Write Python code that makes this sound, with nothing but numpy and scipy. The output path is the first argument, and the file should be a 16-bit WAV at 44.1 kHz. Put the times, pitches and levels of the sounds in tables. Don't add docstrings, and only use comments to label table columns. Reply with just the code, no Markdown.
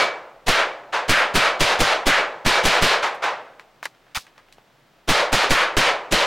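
import sys
import numpy as np
from scipy import signal
from scipy.fft import rfft, irfft
from scipy.io import wavfile
from scipy.ndimage import uniform_filter1d

SR = 44100
rng = np.random.default_rng(int(sys.argv[2]) if len(sys.argv) > 2 else 0)


def int16_out(signal):
    q = np.round(np.clip(np.atleast_2d(signal).T, -1, 1) * 32767)
    wavfile.write(sys.argv[1], SR, q.astype(np.int16))


N = 276066

# t/s, strength/dB, lead of the supersonic crack/s, main plate mode trim/dB
BULLET_HITS = [(-.095, -.5, 0.018, 5), (.480, .3, 0.02, -3), (1.092, 1, 0.016, -4),
               (1.352, 0.1, 0.018, 0.5), (1.605, -0.5, 0.015, -18), (1.802, -0.5, 0.019, -19),
               (2.066, 0.9, .014, -4), (2.460, -.5, .016, 1), (2.651, -0.4, 0.023, -1.5),
               (2.822, -0.5, 0.015, -22), (5.088, -0.9, 0.016, -6), (5.327, -2.1, .012, -9),
               (5.505, 0.5, 0.016, -5), (5.767, -0.2, 0.0045, -3), (6.122, -2.5, .016, -3)]
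# t/s, level/dB, swell/s
FAR_REPORTS = [(.923, -12, 0.027), (3.022, -14.5, 0.0096), (3.219, -11, 0.036)]
# t/s, level/dB, centre f/Hz
DEBRIS_TAPS = [(1.209, -34, 11000), (2.748, -30, 11000), (2.915, -34, 11000), (3.066, -37, 8100),
               (3.147, -40.5, 7860), (3.240, -16.5, 2170), (3.595, -29, 1850), (4.266, -33.5, 2170),
               (4.378, -31.5, 1790), (4.524, -38, 4930), (4.582, -37, 970)]
# t/s, level/dB, knock f/Hz, knock/dB, time until flat/s, scrape/dB, thud/dB
DEBRIS_CLACKS = [(3.828, -18, 1490, 2.5, .026, -20.5, -40), (4.147, -18.5, 4400, 2, 0.024, -4.5, -9)]
# f/Hz, level/dB relative to the bang
PLATE_MODES = [(2283, -14), (583, -23), (1012, -22), (1281, -23), (1685, -19), (2988, -24), (4403, -23),
               (4909, -22), (6696, -23), (7665, -25), (8130, -27), (8548, -29), (9062, -32), (9399, -31),
               (9657, -33), (10249, -32), (10992, -36), (11337, -35), (12696, -41), (13632, -41)]
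# f/Hz, level/dB
SPLASH_EQ = [(30, 8), (150, 11.5), (500, 9.5), (1500, 6), (3000, 4.5), (6000, -2.5), (10000, -11.5),
             (16000, -21.5)]
BANG_EQ = [(30, -14.5), (130, -20), (250, -19.5), (400, -8), (550, -1.5), (800, -2), (1500, 0),
           (2300, -0.5), (4000, -1), (6000, -9), (9000, -18), (12000, -23.5), (16000, -39)]
ECHO_EQ = [(30, -32), (110, -17), (250, -10.5), (520, 6), (1000, 6.5), (2000, 5), (4000, -11), (8000, -28),
           (16000, -64)]
REPORT_EQ = [(30, -22), (130, -24), (250, -21), (500, -2.5), (900, 3.5), (1500, 2), (2500, -2.5),
             (4000, -8.5), (7000, -19.5), (11000, -33), (16000, -46)]
AIR_EQ = [(15, -25), (25, 11), (66, -20), (123, 4.5), (185, -1.5), (317, -1), (416, -1), (695, 0),
          (1100, -3), (3340, -10), (10700, -27.5), (14800, -26), (16000, -22)]
# f/Hz, t60/s
STEEL_DECAY = [(500, .45), (2300, .4), (5000, .28), (8000, .24), (14000, .2)]
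NEAR_DECAY = [(100, 0.22), (500, 0.53), (1500, 0.34), (3000, 0.3), (6000, 0.27), (12000, 0.22)]
DEEP_DECAY = [(100, 1.0), (600, 1), (2000, 0.66), (8000, 0.74)]
# f/Hz, side level/dB relative to mid
STEREO_WIDTH = [(50, -46), (130, -46), (400, -60), (1000, -64), (2000, -31), (4000, -23.5), (8000, -11.5),
                (14000, -7)]


def amp(db):
    return 10 ** (np.asarray(db) / 20)


def unit_rms(x):
    return x / np.sqrt(np.mean(x ** 2) + 1e-20)


def curve(points, hz):
    f, value = np.transpose(points)
    return np.interp(np.log(hz + 1), np.log(f + 1), value)


def add(mix, s, sound):
    start = round(s * SR)
    sound = sound[..., max(-start, 0):]
    part = mix[:, max(start, 0):][:, :sound.shape[-1]]
    part += sound[..., :part.shape[1]]


def attack(seconds):
    return 1 - np.exp(-np.arange(SR) / SR / seconds)


def decay(t60):
    return np.exp(-np.log(1000) * np.arange(SR) / SR / t60)


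def waver(step_s, depth_db):
    t = np.arange(SR) / SR
    return amp(depth_db * np.interp(t / step_s, np.arange(1000), rng.standard_normal(1000)))


def noise(eq, size=SR):
    hz = np.fft.rfftfreq(size, 1 / SR)
    mid, side = rfft(rng.standard_normal((2, size))) * amp(curve(eq, hz))
    side = side * amp(curve(STEREO_WIDTH, hz))
    return unit_rms(irfft(np.array([mid + side, mid - side]), size))


def scatter(eq, t60s):
    hz, t, bands = signal.stft(noise(eq), SR, nperseg=512)
    fade = amp(-60 * t / curve(t60s, hz)[:, None])
    return signal.istft(bands * fade, SR, nperseg=512)[1][:, :SR]


def crack():
    return noise(SPLASH_EQ) * attack(0.0073) ** 3 * decay(0.29)


def splash():
    return noise(SPLASH_EQ) * attack(0.0074) * decay(0.089)


def bang(strength_db, clang_hz=1700, glancing_db=1.5, tilt_db_per_octave=0.11):
    hz, level = np.transpose(BANG_EQ)
    octaves = np.log2(hz / clang_hz)
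    clang_db = max(5.5 + 6 * strength_db, glancing_db)
    level = level + tilt_db_per_octave * octaves + clang_db * np.exp(-2 * octaves ** 2)
    return scatter(np.transpose([hz, level]), NEAR_DECAY) * attack(0.0081)


def plate_ring(main_db, detune=.0012):
    t, out = np.arange(SR) / SR, np.zeros((2, SR))
    chance = rng.standard_normal((len(PLATE_MODES), 4))
    for k, ((hz, db), (strike, bend, phase, skew)) in enumerate(zip(PLATE_MODES, chance)):
        stereo_phase = np.array([[1], [-1]]) * skew * amp(curve(STEREO_WIDTH, hz))
        tone = np.sin(2 * np.pi * (hz * (1 + detune * bend) * t + phase) + stereo_phase)
        strike_db = main_db if k == 0 else 7 * np.tanh(strike) - 3
        envelope = decay(curve(STEEL_DECAY, hz)) * waver(step_s=.014, depth_db=4)
        out += amp(db + strike_db) * envelope * tone
    return out


def wood_echo(attack_s):
    return scatter(ECHO_EQ, DEEP_DECAY) * attack(attack_s)


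def bullets(crack_db=-15, splash_db=18, bang_db=5, echo_db=-16):
    out = np.zeros((2, N))
    for s, db, lead_s, main_db in BULLET_HITS:
        add(out, s - lead_s, amp(crack_db) * crack())
        hit = amp(splash_db) * splash()
        hit += amp(bang_db) * (bang(db) + plate_ring(main_db))
        hit += amp(echo_db) * wood_echo(attack_s=0.012)
        add(out, s, amp(db) * hit)
    return out


def air(level_db=-57.5, side_db=-12):
    side = np.array([[1], [-1]]) * noise(AIR_EQ, size=N)[0]
    return amp(level_db) * unit_rms(noise(AIR_EQ, size=N) + amp(side_db) * side)


def reports(echo_db=-15):
    out = np.zeros((2, N))
    for s, db, swell_s in FAR_REPORTS:
        swell = scatter(REPORT_EQ, NEAR_DECAY) * attack(swell_s)
        tail = amp(echo_db) * wood_echo(attack_s=0.009)
        add(out, s, amp(db) * (swell + tail))
    return out


def rustle(hz, bass_db=-28, low_db=-15, high_db=-18, top_db=-40):
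    eq = [(hz / 10, bass_db), (hz / 5, low_db), (hz / 1.7, 0),
          (hz * 0.92, -1), (hz * 3, high_db), (hz * 10, top_db)]
    grain = unit_rms(waver(step_s=.001, depth_db=3))
    return noise(eq) * grain


def tap(hz, t60, **eq):
    return rustle(hz, **eq) * attack(0.001) * decay(t60)


def debris(tap_t60=0.014, stir_db=-16, hop_s=0.012, hop_db=-12.5):
    out = np.zeros((2, N))
    for s, db, hz in DEBRIS_TAPS:
        add(out, s, amp(db) * (tap(hz, tap_t60) + amp(stir_db) * tap(hz, t60=0.15)))
        add(out, s + hop_s, amp(db + hop_db) * tap(hz, tap_t60))
    return out


def clacks():
    out, t = np.zeros((2, N)), np.arange(SR) / SR
    for s, db, hz, knock_db, flat_s, scrape_db, thud_db in DEBRIS_CLACKS:
        knock = amp(knock_db) * tap(hz, t60=0.014, bass_db=-32, low_db=-31, high_db=-25, top_db=-36)
        grit = rustle(hz=4300, bass_db=-18, low_db=1, high_db=-19, top_db=-26)
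        scrape = amp(scrape_db) * grit * attack(0.0058) * (t < flat_s)
        thud = amp(thud_db) * tap(hz=100, t60=0.029)
        slap = amp(-1) * tap(hz=1600, t60=0.043)
        snap = amp(-6) * tap(hz=6500, t60=0.02)
        settle = amp(scrape_db - 9) * tap(hz=5500, t60=.17)
        add(out, s, amp(db) * (knock + scrape))
        add(out, s + flat_s, amp(db) * (slap + snap + thud + settle))
    return out


def patter(count=18, from_s=3.9, to_s=4.6, loudest_db=-48.5, spread_db=6, centre_hz=1800):
    out = np.zeros((2, N))
    for when, faintness, pitch in rng.random((count, 3)):
        hz = centre_hz * 2 ** (pitch - .5)
        bit = rustle(hz, high_db=-24, top_db=-50) * attack(0.0028) * decay(0.053)
        add(out, from_s + when * (to_s - from_s), amp(loudest_db - spread_db * faintness) * bit)
    return out


def scene():
    return bullets() + reports() + debris() + patter() + clacks() + air()


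def overload(x, ceiling_db=8):
    ceiling = amp(ceiling_db)
    clipped = x / (1 + (x / ceiling) ** 4) ** (1 / 4)
    stress = ((clipped / ceiling) ** 8).mean(0)

    def lowpassed_stress(order, hz):
        return signal.sosfilt(signal.butter(order, hz, fs=SR, output="sos"), stress)

    flutter = amp(1) * lowpassed_stress(order=2, hz=260)
    shift = lowpassed_stress(order=1, hz=40)
    creep = amp(-14) * lowpassed_stress(order=1, hz=3)
    for hz in (1500, 4500):
        poles = signal.iirpeak(hz, 1, SR)[1]
        clipped = signal.lfilter(poles[::-1], poles, clipped)
    return clipped, ceiling * (flutter + shift + creep)


def limiter_gain(x, threshold_db=-15, release_db_per_s=190):
    power_db = 10 * np.log10(abs(uniform_filter1d((x ** 2).mean(0), size=260)) + 1e-12)
    release = np.arange(N) / SR * release_db_per_s
    envelope_db = np.maximum.accumulate(power_db + release) - release
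    over_db = np.maximum(envelope_db - threshold_db, 0)
    return amp(-uniform_filter1d(over_db, size=60))


def record(dry, high_cut_hz=16100):
    clipped, thump = overload(dry)
    limited = (clipped + thump) * limiter_gain(clipped)
    high_cut = signal.firwin(511, high_cut_hz, window=("kaiser", 9), fs=SR)
    return signal.oaconvolve(limited, high_cut[None], "same")


dry = scene()
out = record(dry)
int16_out(out)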